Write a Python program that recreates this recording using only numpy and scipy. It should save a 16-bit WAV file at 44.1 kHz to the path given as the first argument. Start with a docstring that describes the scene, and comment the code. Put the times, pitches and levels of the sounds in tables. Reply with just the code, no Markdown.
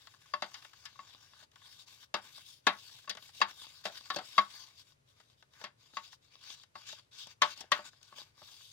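"""Stiff bristles scrape over plastic slats: dense tiny clicks that swell and fade with each brush stroke.
Each click is a random snap, coloured by the slats; now and then a tuft ticks the shell of the heater.
The handle and ferrule knock the shell, which rings briefly as a set of dying tones, with a buzz of loose parts.
Behind this lies the low murmur of a small quiet workshop, made of shaped noise, strongest near 95 to 134 Hz.
Two microphone ports hear the brush from the left, with near reflections and a short tail."""
import sys
import numpy as np
from scipy import signal
from scipy.io import wavfile
from scipy.ndimage import uniform_filter1d

SR = 44100
rng = np.random.default_rng(int(sys.argv[2]) if len(sys.argv) > 2 else 0)


def dump(signal):
    """Clip the signal to [-1, 1] and save it as 16-bit WAV at the path in sys.argv[1]."""
    limited = np.clip(np.atleast_2d(signal).T, -1, 1)
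    pcm = np.round(limited * 32767).astype(np.int16)
    wavfile.write(sys.argv[1], SR, pcm)


N = 384552

# Colour of the scratching before the slats add theirs: pitch_hz, relative_db (per Hz)
SCRATCH_COLOUR = [(120, -50.5), (200, -25.5), (311, -19), (394, -27), (851, -13.5), (1210, -9), (1350, -22),
                  (1480, -6.5), (1940, -14), (2700, -4.5), (4770, -3.5), (8420, -17.5), (16000, -23)]
# Level of the fine hiss (7.8 kHz and up) against the scratch: time_s, relative_db
HISS_LEVEL = [(0, -10), (1.2, -13.5), (1.8, -9.5), (2.999, -9.5), (4, -12), (5, -11), (5.999, -14),
              (6.8, -17.5), (7.5, -16), (8.7, -10)]


def bristles():
    """Bristle tips let go in clumps and ring the slats; now and then a tuft ticks the shell."""
    clump_db, patch_db = 1.5, 2.6  # how much the level and the colour wander
    tick_db, slat_tick_db = -9.0, -13  # ticks against the low body sound, and against the scratch
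    hidden_share, pan_db = 0.99, 2.0
    scratch_level, body_level = contact_level()
    hiss_level = scratch_level * amp(np.interp(np.arange(N) / SR, *np.transpose(HISS_LEVEL)))

    wander = uniform_filter1d(uniform_filter1d(rng.standard_normal(N), 300), 300)
    clumps = amp(clump_db * evened(wander))
    hz = np.fft.rfftfreq(4096, 1 / SR)
    colour_db = read(SCRATCH_COLOUR, hz) + slat_lift(hz)
    clicks = clumps * snaps(10000, 1.7, channels=2)
    rung = signal.oaconvolve(clicks, causal(colour_db)[None], axes=1)[:, :N]

    # other slats ring as the brush moves
    f, _, z = signal.stft(rung, SR, nperseg=512)
    patches = uniform_filter1d(uniform_filter1d(rng.standard_normal(z.shape[1:]), 8, 0), 10, 1)
    # the far port also hears tips hidden from the near one
    hidden = np.clip(hidden_share * np.tanh(f / 1500), 0, 1)[:, None]
    far = np.sqrt(1 - hidden ** 2) * z[0] + hidden * z[1]
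    z = np.array([z[0], far]) * amp(patch_db * evened(patches))
    rung = signal.istft(z, SR, nperseg=512)[1][:, :N]
    low = evened(band(rung, 150, 2200))
    middle = evened(band(rung, 2200, 7800))
    high = evened(band(rung, 7800, 16500))

    mode_level = amp(np.transpose(SHELL_MODES)[1]) * (-1) ** np.arange(len(SHELL_MODES))
    tap = (mode_level @ shell_modes(np.arange(3000) / SR, 0.17)).imag
    ticks = evened(signal.oaconvolve(snaps(140, 6.4, channels=1)[0], tap)[:N])
    slat_ticks = evened(band(ticks, *BLOW_BANDS[3]))
    scratch = scratch_level * (middle + amp(slat_tick_db) * slat_ticks)
    body = body_level * (low + amp(tick_db) * ticks)
    return (scratch + body + hiss_level * high) * amp([[pan_db / 2], [-pan_db / 2]])


# Brush strokes, from touch to full contact to lift-off; levels are before panning and the ports:
# fullest_s, swell_s, lift_s, scratch_db, body_relative_db (low shell sound against the scratch)
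BRUSH_STROKES = [(0.02, 0.077, 0.2, -61.5, -9), (0.15, 0.081, 0.074, -65.5, -5.5),
                 (0.24, 0.1, 0.27, -64, -6), (0.634, 0.52, 0.13, -58.5, -7.5),
                 (0.848, 0.3, 0.15, -61.5, -7.5), (1.07, 0.23, 0.37, -60.5, -6.5),
                 (1.242, 0.11, 0.089, -62.5, -5.5), (1.432, 0.26, 0.039, -60.5, -5.5),
                 (1.556, 0.062, 0.13, -69, -4.5), (1.722, 0.19, 0.095, -56.5, -10.5),
                 (1.816, .07, 0.046, -54.5, -10.5), (1.889, .04, 0.21, -57.5, -10),
                 (2.031, 0.064, 0.045, -58.5, -11), (2.17, .03, 0.057, -61.5, 9),
                 (2.26, .07, 0.1, -55, -4.5), (2.385, 0.12, .08, -54.5, -12), (2.496, .1, .14, -54.5, -17),
                 (2.7, 0.064, 0.098, -65.5, 6), (2.895, 0.33, 0.29, -56, -13.5),
                 (3.259, 0.13, 0.095, -55.5, -11.5), (3.377, 0.076, 0.1, -53, -12.5),
                 (3.507, 0.056, 0.026, -51.5, 0), (3.64, 0.19, 0.025, -52.5, -12.5),
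                 (3.74, 0.3, 0.16, -57, -10.5), (3.852, 0.023, 0.076, -47, -7.5),
                 (3.976, 0.091, 0.033, -49.5, -8.5), (4.12, 0.45, 0.14, -56.5, -9),
                 (4.147, .025, .03, -49, -8.5), (4.285, 0.14, 0.34, -52, -12), (4.558, 0.12, 0.19, -52, -9),
                 (4.7, .1, 0.16, -63.5, -7), (4.805, .07, 0.046, -56.5, -13),
                 (4.891, 0.09, 0.074, -65.5, -10.5), (5.088, 0.036, 0.097, -68.5, -12),
                 (5.19, 0.063, 0.15, -68, -8), (5.315, .06, .06, -71.5, -10.5),
                 (5.408, 0.059, 0.066, -71, -18), (5.61, 0.13, 0.1, -59.5, -3.5),
                 (5.848, 0.093, 0.17, -64.5, -10), (5.96, 0.046, 0.11, -57, -15),
                 (6.047, 0.045, 0.087, -55.5, -13), (6.136, 0.057, 0.036, -57.5, -14.5),
                 (6.241, .04, 0.1, -67, -9.5), (6.35, 0.072, 0.11, -61, -9), (6.445, 0.066, 0.27, -57, -10),
                 (6.525, 0.11, 0.058, -48, -18.5), (6.6, 0.054, 0.067, -59.5, -16),
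                 (6.77, 0.033, 0.36, -58, -8.5), (6.893, 0.061, 0.11, -47.5, -17),
                 (6.989, .05, 0.033, -59, -6.5), (7.14, 0.035, 0.14, -56.5, -10.5),
                 (7.221, 0.079, 0.044, -45.5, -14), (7.312, 0.15, 0.041, -55.5, -9.5),
                 (7.435, 0.029, 0.14, -50, 6), (7.513, 0.1, 0.053, -47, -20),
                 (7.592, 0.064, 0.059, -53, -7), (7.665, 0.057, 0.076, -71, 2),
                 (7.734, 0.033, 0.16, -51, 1), (7.867, 0.04, 0.043, -48, -6.5),
                 (7.93, 0.048, 0.17, -68, -7), (8.056, 0.07, 0.33, -63, -7),
                 (8.189, 0.052, 0.085, -52, -7.5), (8.27, .05, 0.079, -70, -2.5),
                 (8.42, 0.1, 0.26, -61, -5.5), (8.52, 0.16, 0.58, -56.5, -19.5)]


def contact_level():
    """Strength of the scratch and the shell body sound; overlapping strokes add their power."""
    rounding = 2.17  # higher = more pointed swell
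    t, power = np.arange(0, N, 32) / SR, np.zeros((2, -(-N // 32)))
    for s, swell, lift, db, body_db in BRUSH_STROKES:
        away = np.clip(np.where(t < s, (s - t) / swell, (t - s) / lift), 0, 1)
        swelling = np.cos(np.pi / 2 * away) ** rounding
        power += (amp([[db], [db + body_db]]) * swelling) ** 2
    return [np.interp(np.arange(N) / SR, t, np.sqrt(p)) for p in power]


def snaps(per_s, spread_db, channels):
    """Clicks at random times with random sign, a few of them large."""
    draw = rng.random((channels, N, 2))
    size = amp(spread_db * np.minimum(-np.log(draw[..., 0] + 1e-9), 5))
    happens = draw[..., 1] < per_s / SR
    sign = np.sign(draw[..., 1] - per_s / SR / 2)
    return size * sign * happens


# Resonances of the plastic slats: pitch_hz, width_hz, lift_db
SLAT_RESONANCES = [(1430, 47, 0), (2470, 92, -8), (3370, 170, 3), (3742, 260, 7), (4100, 43, -5.5),
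                   (4250, 60, -8), (4700, 750, 2), (6077, 150, 1), (6440, 300, 2), (7200, 260, 3)]


def slat_lift(hz):
    """Lift in dB that the slat resonances give to whatever shakes the grille."""
    return sum(db / (1 + (2 * (hz - f) / w) ** 2) for f, w, db in SLAT_RESONANCES)


# Knocks on the shell; body_db is the peak before panning and the ports:
# start_s, body_db, thump_relative_db, brightness_relative_db, landing_spot_pitch_hz
SHELL_KNOCKS = [(0.07, -55.5, -14, 3.5, 1640), (0.138, -61, -36, -1, 1730), (0.257, -62, -20, -9, 1110),
                (0.336, -26.5, -13.5, -10, 1135), (0.421, -33, -5, -3, 674), (0.516, -59.5, -16, -8, 1130),
                (0.541, -54, -24, 10, 4900), (0.622, -58.5, -27, 2, 1080), (0.647, -54, -10, 4.5, 3660),
                (0.732, -57.5, -25, 0, 1740), (0.853, -54.5, -26, 10.5, 5000), (0.956, -57, -20, -12, 1140),
                (0.99, -42.5, -15.5, -13, 1110), (1.333, -58.5, -17, -6, 1180),
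                (1.425, -63.5, -2, 3.5, 1590), (1.515, -78.5, -5, 14.5, 3920),
                (1.557, -58.5, -14, 2.5, 1740), (1.617, -60.5, -16, -6, 1110), (2.029, -63.5, -18, 7, 3230),
                (2.14, -30.5, -4.5, -2.5, 900), (2.378, -54.5, -8, -16, 845), (2.667, -20, -8, -2, 3920),
                (2.893, -65, -21, 6, 1740), (2.985, -66.5, -8, 8, 1740), (3.042, -65, -8, 2, 1740),
                (3.075, -41.5, -10.5, -10.5, 1110), (3.094, -46, -5.5, 12, 4500),
                (3.15, -60, 7.5, 10, 3360), (3.17, -50.5, -4, 2, 650), (3.29, -61.5, -13, 3, 1760),
                (3.402, -53.5, 8.5, 5.5, 744), (3.414, -18, -14.5, -8.5, 1154), (3.641, -58, -18, -1, 4800),
                (3.853, -36.5, 1.5, 0.5, 670), (4.056, -60.5, -16, 5.5, 1160),
                (4.101, -30.5, -15, -5.5, 1230), (4.16, -48.5, 14, 12.5, 4570),
                (4.185, -41.5, -0.5, 0, 4560), (4.379, -16.5, -14.5, -9.5, 1110),
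                (4.678, -66.5, -17.5, 0.5, 1150), (5.2, -63, -4, 2, 1474), (5.424, -60.5, -9, 2, 1740),
                (5.534, -69, -14, 6, 1700), (5.613, -51.5, 0, -0.5, 664), (5.639, -40, -6, -3, 1110),
                (5.935, -59, 0, -6, 1180), (5.968, -33, -16, -8, 1120), (6.128, -57, -15, 1, 1760),
                (6.436, -68, -11, 13.5, 4510), (6.634, -64.5, -11.5, 10, 4650),
                (6.753, -43.5, -11.5, -10.5, 1055), (6.888, -57, -8, 11, 1520),
                (6.927, -54.5, 0.5, -6, 900), (6.993, -71.5, -7, 3, 1520), (7.269, -72, 15.5, 19, 850),
                (7.418, -18.5, -14, -5, 1120), (7.575, -79.5, 6.5, 26.5, 5000),
                (7.606, -61.5, 11, 18, 5300), (7.639, -60.5, 5, -5, 327), (7.717, -20, -14, -5, 1106),
                (7.789, -43, -3.5, -12, 1150), (7.93, -64, -7, -2, 1510), (8.028, -77.5, -2, 21.5, 1470),
                (8.124, -48.5, -7.5, -24, 1080), (8.138, -60, -7.5, -5.5, 1100),
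                (8.183, -64.5, 9.5, 15.5, 3650), (8.417, -53, -2, -15, 4600), (8.485, -63, -16, 5, 1520),
                (8.605, -64.5, -14.5, 0, 1500)]
# Bands of a blow, in the order body, thump, middle, bright, top: low_hz, high_hz
BLOW_BANDS = [(800, 1600), (90, 800), (1600, 3000), (3000, 5500), (5500, 16000)]
# How long loose parts buzz, before lighter blows shorten it: pitch_hz, fall_by_60_db_s
RATTLE_DECAY = [(80, 0.24), (200, 0.037), (600, 0.18), (1500, 0.17), (3500, 0.11), (7000, 0.066),
                (14000, 0.17)]
# Colour of the loose parts before the slats and landing spot add theirs: pitch_hz, relative_db (per Hz)
RATTLE_COLOUR = [(29, -67), (50, -24.5), (418, -21), (1180, -13.5), (1960, -17), (3760, -22.5),
                 (4040, -20.5), (4450, -23.5), (6390, -30), (16000, -53.5)]


def knock(row, chance, buzz):
    """A blow rings the shell modes, most those near the landing spot's pitch, and buzzes loose parts."""
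    full_ring_db, ring_per_db = -47, 0.35  # lighter blows ring shorter
    base_rattle, rattle_per_db = 0.57, 0.04  # brighter blows rattle more, dull ones ring clean
    middle_db, middle_share = -2, 0.55  # how far brightness lifts the 1.6-3 kHz band
    top_db, top_share, top_fade_s = -8.5, 1.4, 0.012  # the top band is over first
    place_db, favour_db, favour_width = 2.5, 8.0, 0.041  # chance per mode; lift at the landing spot
    turn, apart, through_db = 1.0, 1.0, -4.5  # phase and buzz differences of the ports; chatter level
    rise_s, crack_db, crack_s = 0.0016, 6.5, 0.009
    rebound_s, rebound_spread = 0.0065, 0.15
    rebound_db, rebound_per_db, hardest_db = -5.5, 1.47, -17  # harder blows rebound more
    pan_db = 4

    s, body_db, thump_db, bright_db, spot_hz = row
    levels = body_db + np.array([0, thump_db, middle_db + middle_share * bright_db, bright_db,
                                 top_db + top_share * bright_db])
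    ring = np.clip(1 + ring_per_db * (max(levels) - full_ring_db), .3, 1)
    rattle_share = np.clip(base_rattle + rattle_per_db * bright_db, .1, 1)
    buzz = buzz[:, :round(buzz.shape[1] * (.2 + .8 * ring))]
    t = np.arange(buzz.shape[1]) / SR

    # the shell rings; each mode faces the ports differently
    hz, db = np.transpose(SHELL_MODES)
    db = db + favour_db / (1 + (np.log(hz / spot_hz) / favour_width) ** 2)
    start = amp(db + place_db * chance[:, 0]) * np.sign(chance[:, 1])
    start = np.array([start, start * np.exp(1j * turn * chance[:, 2] * np.tanh(hz / 2000))])
    rung = (start @ shell_modes(t, ring)).imag

    # loose parts buzz: noise coloured and fading at its own pace at each pitch
    f, frame_s, z = signal.stft(buzz, SR, nperseg=256, noverlap=192)
    spot_db = favour_db / (1 + (np.log((f + 1) / spot_hz) / (2 * favour_width)) ** 2)
    colour_db = read(RATTLE_COLOUR, f) + slat_lift(f) + spot_db
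    fade_db = -60 * frame_s / (ring * read(RATTLE_DECAY, f)[:, None])
    z = (z[0] + apart * np.tanh(f / 1500)[:, None] * z[1:]) * amp(colour_db[:, None] + fade_db)
    rattle = signal.istft(z, SR, nperseg=256, noverlap=192)[1][:, :len(t)]

    # rebounds re-strike the same modes; the fifth power leaves only spiky hits
    hits = buzz[:1] ** 5 * amp(-60 * t / (ring * 0.11))
    short_ring = rung[:, :2500] * amp(-60 * t[:2500] / .2)
    chatter = signal.fftconvolve(hits, short_ring, axes=1)[:, :len(t)]
    loose = evened(rattle) + amp(through_db) * evened(chatter)
    blow = (1 - rattle_share) * evened(rung) + rattle_share * loose

    # hardest at first touch, then the hand damps it
    contact = (1 - np.exp(-t / rise_s)) * amp(crack_db * np.exp(-t / crack_s))
    struck = blow * contact
    # the handle bounces back onto the shell
    lag = round(rebound_s * (1 + rebound_spread * np.tanh(chance[0, 2])) * SR)
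    rebound = np.pad(struck, ((0, 0), (lag, 0)))[:, :len(t)]
    struck = struck + amp(rebound_db + rebound_per_db * (body_db - hardest_db)) * rebound

    parts = [band(struck, *edges) for edges in BLOW_BANDS]
    parts[-1] = parts[-1] * np.exp(-t / top_fade_s)
    sound = 0
    for level_db, part in zip(levels, parts):
        peak = np.sqrt(uniform_filter1d(part[0] ** 2, 200).max())
        sound = sound + amp(level_db) * part / peak
    return s, sound * amp([[pan_db / 2], [-pan_db / 2]])


# Tones the plastic shell can ring at, before the landing spot favours some: pitch_hz, relative_db
SHELL_MODES = [(162, -35), (356.5, -19), (202, -19), (596.5, -7.5), (647.4, -16), (749, -8), (902, -6.5),
               (1110.4, 1.5), (1314, -9), (1420, -17), (1526, -12), (1660, -14), (1740, -6), (1893, -9),
               (2031, -8), (2133, -6.5), (2410, -17), (2704, -4), (3592, -21), (3302, -13), (3820, -9.5),
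               (4403, -16.5), (4480, -16.5), (4746, -7), (5380, -26.5), (6580, -15), (7340, -30.5)]


def shell_modes(t, ring):
    """Every mode as a dying complex turn; plastic damps the high ones faster."""
    hz = np.transpose(SHELL_MODES)[0][:, None]
    t60 = ring * .095 * (1100 / hz) ** .45  # seconds to fall by 60 dB
    return np.exp((2j * np.pi * hz - np.log(1000) / t60) * t)


# Left-right balance added to that of each source: pitch_hz, left_minus_right_db
PORT_SHADOW = [(60, -7.5), (250, -1.5), (700, -2), (1500, 2.5), (3500, 3), (6000, 7.5), (9000, 2),
               (15000, 1)]
# Bench and shelf reflections: delay_s, left_db, right_db
NEAR_ECHOES = [(.0009, -19, -22), (.0047, -21, -19)]


def ports(x):
    """The right port lies a little farther and in shadow; both get near reflections and a short tail."""
    lag_s, tail_db, t60_s = .00007, -17.0, 0.19
    hz, t = np.fft.rfftfreq(4096, 1 / SR), np.arange(SR // 2) / SR
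    taps = rng.standard_normal((2, len(t))) * amp(-60 * t / t60_s) * (t > .006)
    taps *= amp(tail_db) / np.linalg.norm(taps[0])
    taps[0, 0], taps[1, round(lag_s * SR)] = 1, 1  # direct sound
    for delay, left_db, right_db in NEAR_ECHOES:
        taps[:, round(delay * SR)] = amp(left_db), amp(right_db)
    shade_db = read(PORT_SHADOW, hz) / 2
    shade = np.array([causal(shade_db), causal(-shade_db)])
    heard = signal.oaconvolve(x, shade, axes=1)
    return signal.fftconvolve(heard, taps, axes=1)[:, :N]


# Colour of the workshop murmur: pitch_hz, relative_db (per Hz)
ROOM_COLOUR = [(18, -46.5), (30, -10.5), (64, -14), (95, 2), (134, -0.5), (170, -14.5), (239, -14),
               (303, -15), (512, -13), (649, -14), (702, -19), (913, -17.5), (3310, -22.5), (16000, -32)]
# How alike the two ports hear it, 1 = same, -1 = opposite: pitch_hz, likeness
ROOM_LIKENESS = [(60, 0.96), (180, 0.89), (550, -0.37), (1650, -0.5), (4970, 0.11), (15000, -1)]


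def room_tone():
    """Steady random spectra make the workshop murmur, alike in both ports in the bass."""
    level_db, left_lift_db = -72.5, 2.0
    frames, hz = N // 512 + 5, np.fft.rfftfreq(2048, 1 / SR)
    a, b, c, d = rng.standard_normal((frames, 1025, 4)).T
    same = np.clip(read(ROOM_LIKENESS, hz), -1, 1)[:, None]
    left = a + 1j * b
    right = same * left + np.sqrt(1 - same ** 2) * (c + 1j * d)
    z = np.array([amp(left_lift_db) * left, right]) * amp(read(ROOM_COLOUR, hz))[:, None]
    murmur = signal.istft(z, nperseg=2048, noverlap=1536)[1][:, :N]
    return amp(level_db) * evened(murmur)


def amp(db):
    """Turn decibels into a plain multiplier."""
    return 10 ** (np.asarray(db) / 20)


def evened(x):
    """Scale to an average (RMS) level of one."""
    return x / np.sqrt(np.mean(x ** 2) + 1e-20)


def read(points, hz):
    """Read a curve between its points, on a logarithmic pitch scale."""
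    f, value = np.transpose(points)
    return np.interp(np.log(hz + 1), np.log(f + 1), value)


def add(mix, s, sound):
    """Mix a sound in at s seconds, cut off at the end."""
    part = mix[:, round(s * SR):][:, :sound.shape[1]]
    part += sound[:, :part.shape[1]]


def band(x, lo_hz, hi_hz):
    """Keep only the pitches between two edges."""
    return signal.sosfilt(signal.butter(3, [lo_hz, hi_hz], "band", fs=SR, output="sos"), x)


def causal(gain_db):
    """Minimum-phase impulse response of a gain curve given from 0 to SR / 2."""
    log = np.log(amp(np.concatenate([gain_db, gain_db[-2:0:-1]])))
    return np.fft.ifft(np.exp(log - 1j * signal.hilbert(log).imag)).real[:2048]


def scene():
    """Brush and knocks reach the ports; the workshop murmur lies underneath."""
    blows = np.zeros((2, N))
    chance = rng.standard_normal((len(SHELL_KNOCKS), len(SHELL_MODES), 3))
    buzz = rng.standard_normal((len(SHELL_KNOCKS), 3, 6144))
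    for row, c, b in zip(SHELL_KNOCKS, chance, buzz):
        add(blows, *knock(row, c, b))
    return ports(blows + bristles()) + room_tone()


def record(dry):
    """A steep low-pass filter removes what lies above about 15.9 kHz."""
    low_pass = signal.firwin(511, 15900, window=("kaiser", 9), fs=SR)
    return signal.oaconvolve(dry, low_pass[None], "same")


dry = scene()
out = record(dry)
dump(out)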